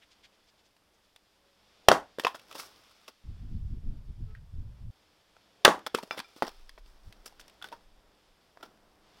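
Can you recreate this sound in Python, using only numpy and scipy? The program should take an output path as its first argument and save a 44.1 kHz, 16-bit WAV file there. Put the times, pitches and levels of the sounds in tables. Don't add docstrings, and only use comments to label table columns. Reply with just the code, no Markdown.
import sys
import numpy as np
from scipy import signal
from scipy.fft import rfft, irfft, next_fast_len
from scipy.io import wavfile
from scipy.ndimage import uniform_filter1d

SR = 44100
rng = np.random.default_rng(int(sys.argv[2]) if len(sys.argv) > 2 else 0)


def put_to_file(sound):
    columns = np.atleast_2d(sound).T
    safe = np.clip(columns, -1, 1)
    whole_steps = np.round(safe * 32767)
    wavfile.write(sys.argv[1], SR, whole_steps.astype(np.int16))


N = 405719
T = np.arange(N) / SR

# start_s, level_db, low_ring_hz, high_ring_hz, high_ring_db,
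# rattle_db, crack_db, ring_t60_s, crack_t60_s, rise_ms (the three parts are relative to level_db)
AXE_BLOWS = [(1.8853, 9.5, 664, 1433, -12, -5, -10.5, 0.0085, 0.017, .6),
             (1.9149, 9, 635, 1400, -4.5, -7, -22, 0.0095, 0.015, 2.38),
             (5.6489, 7.5, 1028, 1957, -5, 1, -3.5, 0.0088, 0.019, 1.9),
             (5.6781, -1.5, 540, 1115, -3, -6, -15.5, 0.015, 0.01, 1.9)]
# start_s, level_db, centre_hz, t60_s
FIBRE_TEARS = [(1.888, -21, 850, 0.036), (1.92, -25.5, 848, .19), (5.653, -14.5, 1250, 0.081),
               (5.684, -26, 900, 0.2)]
# start_s, level_db, low_ring_hz, high_ring_hz, high_ring_db, rattle_db, crack_db, ring_t60_s
WOOD_KNOCKS = [(.765, -56, 900, 4800, 2, -3, -2, .014), (1.161, -56, 750, 3450, 18, -3, 9, 0.012),
               (2.185, -16, 493, 1620, -14, -14, -26, .014), (2.1965, -25.5, 334, 1800, 5, 0, -4, .018),
               (2.236, -33, 570, 3140, -6, -3, -6, .03), (2.248, -11, 485, 2585, 2, -1, -20, .02),
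               (2.2675, -9, 1037, 2600, -10, -8, -22, .022), (2.279, -31, 1070, 3260, 5, -4, -8, .018),
               (2.345, -36, 660, 1720, -21, 2.5, -12, 0.034), (2.358, -36, 1430, 3490, -22, -7, -12, 0.016),
               (2.395, -46, 1150, 5320, 4, -3, -2, .01), (2.512, -39, 1280, 2490, 1, -1, -3.5, 0.019),
               (2.526, -41, 554, 5150, -6, -5, -1, .015), (2.553, -29, 511, 4550, -11, -3, -16, 0.0085),
               (2.597, -30, 1310, 3570, -8, 0, -5, .0095), (2.634, -43, 1120, 4800, -3, -4, -7, .018),
               (3.079, -48, 1510, 2650, 6, 5.5, 5.5, 0.035), (4.35, -46, 1573, 1876, 4, -14, -14, .03),
               (5.366, -47, 1000, 1690, -9.5, 3, -28.5, 0.015), (5.791, -47, 1390, 6500, 0, -6, 0, .016),
               (5.864, -31.5, 1160, 3430, -1, 7.5, 1.5, 0.021),
               (5.9432, -23, 500, 1490, -20, -14, -20, .012), (5.9472, -9, 447, 1300, -3, -7, -15, .014),
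               (5.976, -32, 420, 2570, -14, -14, -10, .02), (5.9855, -25, 950, 2600, -14, -6, -12, .02),
               (6.028, -42, 650, 4800, -6, -3, 0, .02), (6.033, -33, 650, 3060, -19, -9.5, -11, .021),
               (6.075, -43, 457, 4960, -8, -9, -12, .018), (6.109, -21.5, 1330, 2700, 0, 3, -24, .013),
               (6.176, -26, 523, 5200, -12, -8, -14, .016), (6.1805, -32, 2030, 3500, -3, 0, -6, .014),
               (6.191, -31, 1200, 1740, -9, 6, -3, .012), (6.2, -25, 1143, 1610, -7, 4, -10, .014),
               (6.363, -41, 310, 5420, -12, -6, -9, 0.027), (6.4222, -7, 824, 1950, -12, -6, -27, .011),
               (6.4288, -22, 500, 1950, -2, -6, -18, .016), (6.4485, -28, 850, 2020, -8, -6, -18, 0.013),
               (6.467, -38, 867, 4500, -2, 0, -3, .014), (6.491, -44, 680, 5300, 4, -6, 0, .014),
               (6.693, -50, 1615, 4910, 17, 0, 8, 0.016), (6.777, -48.5, 647, 2217, 0.5, 1.5, -26, 0.039),
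               (6.861, -56, 312, 4700, 4, -1, -2, 0.019), (7.125, -53, 676, 4710, 4, -8, 6, 0.021),
               (7.26, -41, 496, 4990, 8, -3, 0, 0.012), (7.277, -45, 737, 5320, 8, -10, -4, 0.015),
               (7.324, -47.5, 829, 5230, -8.5, -8, -13, .015), (7.396, -46, 1450, 3220, -13, -9, 1, 0.024),
               (7.411, -52, 654, 5340, 3.5, 2, 4, 0.01), (7.48, -52.5, 613, 5470, 8, -16, 7, .024),
               (7.497, -58, 613, 5000, 0, -16, 8, .02), (7.615, -39.5, 1414, 1547, -8, -16, -15, 0.021),
               (7.624, -39, 1414, 3450, 10, -2, -2, 0.025), (7.642, -35, 1493, 3470, -6, -7, -6, 0.05),
               (7.686, -49.5, 1500, 3520, 6, -10, 3, 0.017), (7.718, -41, 650, 3120, -9, -4, -12, .02),
               (7.725, -35, 940, 1580, -23.5, -6.5, -14, .05), (8.572, -43, 676, 1640, -5, -2, -23, .016),
               (8.609, -44, 930, 1604, -12, 0, -20, .015), (8.628, -39.5, 1370, 3520, -9, -5, -7, .07)]
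# pitch_hz, level_db
CRACK_SPECTRUM = [(88, -43.5), (150, -9), (789, 0), (1420, -4), (2050, -6.5), (2310, -12.5), (4750, -18),
                  (6130, -20), (9790, -27), (16000, -36)]
# pitch_hz, level_db, t60_s
SLAT_MODES = [(702, -7, .1), (1356, 1, .12), (2364, 5, .08), (3500, -5, .11), (5100, -3, .11)]
# start_s, level_db
SLAT_TAPS = [(6.111, -39), (6.245, -55), (6.288, -66)]
# start_s, level_db, t60_s
GROUND_THUDS = [(1.89, -25, .45), (1.914, -27, .4), (2.249, -42, .17), (5.678, -30, .54), (5.947, -44, .21),
                (6.031, -37, 0.087), (6.19, -41, .16), (6.424, -29, .15), (8.63, -54, .5)]
# centre_hz, t60_s
YARD_DECAY = [(200, .27), (450, .25), (900, .23), (1800, .22), (3600, .19), (7000, .15), (12500, .11)]
YARD_LEVELS = [-22, -21.5, -20, -18.5, -19, -21, -23.5]
# start_s, end_s, level_db
LITTER_BEDS = [(2.189, 3.15, -65.5), (5.87, 6.8, -67.5), (6.799, 7.851, -74), (8.3, 9.2, -79.5)]
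# peak_s, level_db, rise_s, t60_s, treble_share_db
LITTER_CRUNCHES = [(2.2, -46, .013, 0.11, -6), (2.27, -48, 0.038, 0.18, -18),
                   (2.352, -48.5, .0052, 0.07, -9), (2.514, -56.5, 0.028, .12, -20),
                   (2.566, -45.5, 0.038, .14, -11), (2.599, -43, 0.022, 0.21, -4.5),
                   (2.67, -62.5, 0.057, .17, -20), (3.085, -50, 0.011, 0.054, -23),
                   (5.87, -37, .005, 0.038, -25), (5.96, -54, .011, 0.22, 1),
                   (6.033, -55, .0096, .078, -13), (6.12, -47.5, .013, 0.15, -35),
                   (6.19, -52, 0.047, .071, -22), (6.378, -58, 0.026, 0.11, -12),
                   (6.43, -47, .008, .15, -42), (6.479, -49, 0.034, 0.088, -23),
                   (6.785, -63, .0077, .074, -18), (6.88, -67.5, 0.061, 0.24, -10),
                   (7.07, -65.5, .05, .2, -12), (7.262, -47.5, .0072, 0.076, 1),
                   (7.402, -60, .006, 0.063, 8), (7.65, -52.5, 0.019, 0.18, -24),
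                   (7.731, -58, .01, 0.13, -38), (8.61, -66, 0.036, .13, -40), (8.633, -55, .011, .14, -28),
                   (9.19, -68.5, 0.14, .1, -15)]
# pitch_hz, level_db
LITTER_SPECTRUM = [(710, -31), (1200, -1.5), (1440, 0.5), (1720, -4.5), (5400, -0.5), (6710, -14),
                   (9590, -15.5), (14800, -18), (16000, -14)]
# centre_s, level_db, centre_hz
HAND_SCUFFS = [(.032, -61.5, 2480), (.125, -62, 3460), (.25, -56, 3000), (.34, -69.5, 3000),
               (.49, -66, 3600), (.597, -68, 3500), (.662, -69.5, 4050), (.95, -74, 4470),
               (1.049, -71.5, 3500), (4.313, -72, 1940), (4.364, -65.5, 1766)]
# time_s, level_db
WIND_AND_BUMP = [
    [(3.24, -52), (3.252, -44.5), (3.3, -37.5), (3.382, -48), (3.43, -36), (3.484, -41.5), (3.526, -33.5),
     (3.684, -41.5), (3.716, -36), (3.79, -38), (3.814, -46), (3.842, -37), (3.892, -32), (4.06, -45),
     (4.096, -40), (4.142, -53), (4.208, -35.5), (4.296, -48.5), (4.338, -44), (4.49, -51), (4.578, -37),
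     (4.778, -50), (4.894, -40), (4.905, -42)],
    [(7.05, -54), (7.066, -51), (7.088, -47), (7.106, -47)],
]
# pitch_hz, level_db
GUST_SPECTRUM = [(8.8, -31.5), (15, -1), (40, -7), (113, -9), (234, -20), (372, -35), (414, -28.5),
                 (514, -46), (600, -44.5), (780, -76), (1320, -120)]
# time_s, level_db
LIGHT_BREEZE = [(6.46, -56), (6.69, -55), (6.79, -63), (6.84, -46), (6.91, -59.5), (7.04, -59),
                (7.08, -43.5), (7.14, -60), (7.3, -71), (7.44, -61), (7.52, -83), (7.96, -65), (8.25, -79),
                (8.34, -63), (8.39, -80), (8.75, -76), (8.76, -70), (9.19, -70.5)]
# start_s, length_s, pitch_hz, level_db
FAR_TONES = [(1.34, 0.27, 560, -75.5), (4.255, 0.087, 429, -65), (4.255, .1, 860, -81),
             (4.255, 0.12, 1286, -72.5)]
# time_s, low_part_db, middle_part_db
AIR_LEVELS = [(0, -71, -72.5), (1.18, -74, -75.5), (1.5, -71, -72.5), (1.8, -69.5, -69.5),
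              (2.8, -68, -67.5), (3.15, -73, -69), (3.25, -70.5, -72.5), (4.88, -71.5, -77.5),
              (4.95, -71, -73), (5.55, -70.5, -71), (6.55, -71, -68.5), (6.85, -71, -75.5),
              (7.15, -66.5, -74), (7.5, -66.5, -69), (7.98, -67.5, -76.5), (8.47, -69.5, -72.5),
              (8.84, -67, -76.5), (9.2, -68, -69)]
# pitch_hz, level_db
AIR_SPECTRUM = [(29, -30.5), (50, -3.5), (145, -11), (213, -5.5), (252, -13), (305, -5.5), (344, -10.5),
                (398, -8), (677, -9), (1910, -15), (3250, -14.5), (5260, -16), (6230, -23.5),
                (14100, -30.5), (16000, -37)]
# centre_hz, width_hz, level_db
MIC_PEAKS = [(2580, 1500, -0.5), (3460, 400, 2.5), (4060, 400, -3), (4940, 1000, 0.5)]

KNOCK_RISE_MS = 1.3
KNOCK_CRACK_T60_S, CRACK_S_PER_DB = .044, .00036
SWING_DB, SWING_HZ = -62, 520
SWING_GROWTH_S = .36
GROUND_ECHO_DB = -1.5
LITTER_TREBLE_DB = -12.5
BASS_DB, BASS_PER_TREBLE = -9.5, -0.42
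SCUFF_S = .055
WIND_BRIGHT_DB, WIND_STRONG_DB, BRIGHT_PER_DB = -16, -35, .6
CALM_DB = -84
TOP_HZ = 15900


def undb(db):
    return 10 ** (np.asarray(db) / 20)


def unit(x):
    return x / np.sqrt(np.mean(x ** 2))


def colour(x, points):
    hz, db = np.transpose(points)
    size = next_fast_len(len(x))
    f = np.maximum(np.fft.rfftfreq(size, 1 / SR), 1)
    gain = undb(np.interp(np.log(f), np.log(hz), db))
    return irfft(rfft(x, size) * gain, size)[:len(x)]


def band(x, low_hz, high_hz):
    return signal.sosfilt(signal.butter(2, [low_hz, high_hz], "band", fs=SR, output="sos"), x)


def fade(t, t60):
    return np.exp(-np.log(1000) * t / max(t60, 1e-3))


def add(track, start_s, sound):
    i = int(start_s * SR)
    track[..., i:i + np.shape(sound)[-1]] += sound[..., :N - i]


def curve(tables, column, rest):
    out = np.full(N, rest)
    for rows in map(np.array, tables):
        inside = (T >= rows[0, 0]) & (T <= rows[-1, 0])
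        out[inside] = np.interp(T[inside], rows[:, 0], rows[:, column])
    return out


def walk(rate_hz):
    hold = int(SR / rate_hz)
    steps = np.repeat(rng.standard_normal(N // hold + 1), hold)
    smooth = uniform_filter1d(uniform_filter1d(steps, hold), hold)
    return 1.4 * smooth[:N]


def blows(table):
    out, t = np.zeros(N), T[:SR // 10]
    for start_s, db, low_hz, high_hz, high_db, rattle_db, crack_db, ring_t60, crack_t60, rise_ms in table:
        crackle = colour(rng.standard_normal(len(t)), CRACK_SPECTRUM)
        rattle = unit(band(crackle, 0.54 * low_hz, 6000))
        top = band(crackle, 5400, 15500) * 2.5 * fade(t, 1.3 * crack_t60)
        hiss = unit(band(crackle, 2500, 6500)) + top / np.std(band(crackle, 1800, 6500))
        high = np.sin(2 * np.pi * high_hz * t) * fade(t, ring_t60 * 4000 / high_hz)
        low = np.sin(2 * np.pi * low_hz * t)
        ring = undb(high_db) * high - low
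        body = (ring + undb(rattle_db) * rattle) * fade(t, ring_t60)
        crack = undb(crack_db) * hiss * fade(t, crack_t60)
        rise = np.sin(np.pi / 2 * np.minimum(1000 * t / max(rise_ms, .1), 1)) ** 2
        add(out, start_s, undb(db) * rise * (body + crack))
    return out


def tearing():
    out, t = np.zeros(N), T[:SR // 4]
    for start_s, db, hz, t60 in FIBRE_TEARS:
        snaps = rng.standard_normal(len(t)) * undb(2.0 * rng.exponential(size=len(t)))
        log = unit(band(snaps, hz / 1.7, hz * 1.6))
        fibres = 1.3 * unit(colour(snaps, CRACK_SPECTRUM))
        add(out, start_s, undb(db) * (log + fibres) * fade(t, t60))
    return out


def swings():
    hiss = colour(rng.standard_normal(N), AIR_SPECTRUM)
    rush = unit(band(hiss, SWING_HZ / 1.4, SWING_HZ * 1.4))
    level = np.zeros(N)
    for land_s, *_ in AXE_BLOWS[::2]:
        level += undb(SWING_DB) * (T < land_s) * fade(np.abs(land_s - T), SWING_GROWTH_S)
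    return level * rush


def thuds():
    out, t = np.zeros(N), T[:SR // 2]
    for start_s, db, t60 in GROUND_THUDS:
        noise = rng.standard_normal(len(t))
        knock = unit(band(noise, 170, 380)) * fade(t, .5 * t60)
        boom = 0.06 * unit(band(noise, 35, 170)) * fade(t, t60)
        add(out, start_s, undb(db) * (knock + boom) * (1 - np.exp(-t / 0.0014)))
    return out


def knocks():
    table = []
    for row in WOOD_KNOCKS:
        crack_t60 = KNOCK_CRACK_T60_S + CRACK_S_PER_DB * row[1]
        table.append((*row, crack_t60, KNOCK_RISE_MS))
    return blows(table)


def slat():
    out, t = np.zeros(N), T[:SR // 3]
    ring = sum(undb(db) * np.sin(2 * np.pi * hz * t) * fade(t, t60) for hz, db, t60 in SLAT_MODES)
    for start_s, db in SLAT_TAPS:
        add(out, start_s, undb(db) * ring)
    return out


def yard(dry):
    t, tail = T[:SR // 2], 0
    for (hz, t60), db in zip(YARD_DECAY, YARD_LEVELS):
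        noise = unit(band(rng.standard_normal(len(t)), hz / np.sqrt(2), hz * np.sqrt(2)))
        tail = tail + undb(db - 20) * np.sqrt(hz / SR) * noise * fade(t, t60)
    build_up = 1 - np.exp(-t / 0.0029)
    return signal.fftconvolve(dry, tail * build_up)[:N]


def litter():
    grains = rng.standard_normal(N) * undb(2.53 * rng.exponential(size=N) + 1.4 * walk(120))
    snaps = (rng.random(N) < 90 / SR) * undb(3. * rng.standard_normal(N))
    burst = signal.fftconvolve(snaps, fade(T[:SR // 50], 0.011))[:N]
    grains = grains * (1 + 1.1 * burst)
    tinted = colour(grains, LITTER_SPECTRUM)
    dull, bright = unit(band(grains, 250, 1400)), unit(band(tinted, 5500, 15500))

    swells = []
    for start_s, end_s, db in LITTER_BEDS:
        shape = np.hanning(int((end_s - start_s) * SR)) ** .3
        swells.append((start_s, db, shape, LITTER_TREBLE_DB))
    for peak_s, db, rise_s, t60, treble_db in LITTER_CRUNCHES:
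        rise = np.linspace(0, 1, int(rise_s * SR)) ** 2
        shape = np.concatenate([rise, fade(T[:SR // 2], t60)])
        swells.append((peak_s - rise_s, db, shape, treble_db))

    gains = np.zeros((3, N))
    for start_s, db, shape, treble_db in swells:
        dull_db = db + BASS_DB + BASS_PER_TREBLE * treble_db
        add(gains, start_s, np.outer(undb([db, dull_db, db + treble_db]), shape))
    return gains[0] * unit(tinted) + gains[1] * dull + gains[2] * bright


def scuffs():
    out, size = np.zeros(N), int(SCUFF_S * SR)
    for centre_s, db, hz in HAND_SCUFFS:
        grit = rng.standard_normal(SR // 5) * undb(2.5 * rng.exponential(size=SR // 5))
        rub = unit(band(grit, hz / 1.6, hz * 1.47))[:size]
        add(out, max(centre_s - SCUFF_S / 2, 0), undb(db) * np.hanning(size) * rub)
    return out


def wind_and_bump():
    eddies = colour(rng.standard_normal(N), GUST_SPECTRUM) * undb(1.6 * walk(25))
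    high = unit(band(eddies, 199, 360))
    low = unit(signal.sosfilt(signal.butter(3, 130, fs=SR, output="sos"), eddies))
    level_db = curve(WIND_AND_BUMP, 1, -120.)
    bright_db = WIND_BRIGHT_DB + BRIGHT_PER_DB * (level_db - WIND_STRONG_DB) + 2.5 * walk(12)
    return uniform_filter1d(undb(level_db), size=200) * (low + undb(bright_db) * high)


def breeze():
    deep = unit(band(band(rng.standard_normal(N), 10, 42), 10, 42))
    level = undb(curve([LIGHT_BREEZE], 1, 1. * CALM_DB) + 2.2 * walk(5))
    return uniform_filter1d(level, size=2000) * deep


def tones():
    out = np.zeros(N)
    for start_s, length_s, hz, db in FAR_TONES:
        size = int(length_s * SR)
        pitch_hz = hz * (1 + .006 * walk(33)[:size])
        swell = np.sqrt(2 * np.hanning(size))
        add(out, start_s, undb(db) * swell * np.sin(2 * np.pi * np.cumsum(pitch_hz) / SR))
    return out


def air():
    hiss = colour(rng.standard_normal(N), AIR_SPECTRUM)
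    low = signal.sosfiltfilt(signal.butter(2, 1700, fs=SR, output="sos"), hiss)
    top = hiss - signal.sosfiltfilt(signal.butter(2, 7000, fs=SR, output="sos"), hiss)
    middle = hiss - low - top
    low_level = undb(curve([AIR_LEVELS], 1, -70.) + 0.92 * walk(10))
    middle_level = undb(curve([AIR_LEVELS], 2, -70.) + 1.1 * walk(18))
    return low_level * unit(low) + middle_level * unit(middle) + undb(-82.0) * unit(top)


def scene():
    axe = blows(AXE_BLOWS) + tearing()
    pieces = knocks() + slat()
    wood = axe + pieces + yard(axe + undb(GROUND_ECHO_DB) * pieces)
    ground = thuds() + litter() + scuffs()
    background = wind_and_bump() + breeze() + tones() + air()
    return (wood + swings() + ground + background)[None]


def record(dry):
    size = next_fast_len(N)
    f = np.fft.rfftfreq(size, 1 / SR)
    mic_db = sum(db / (1 + (2 * (f - hz) / width) ** 2) for hz, width, db in MIC_PEAKS)
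    heard = irfft(rfft(dry, size) * undb(mic_db), size)[:, :N]
    clipped = np.clip(heard, -.95, .95)
    return signal.sosfilt(signal.ellip(8, .2, 70, TOP_HZ, fs=SR, output="sos"), clipped)


dry = scene()
out = record(dry)
put_to_file(out)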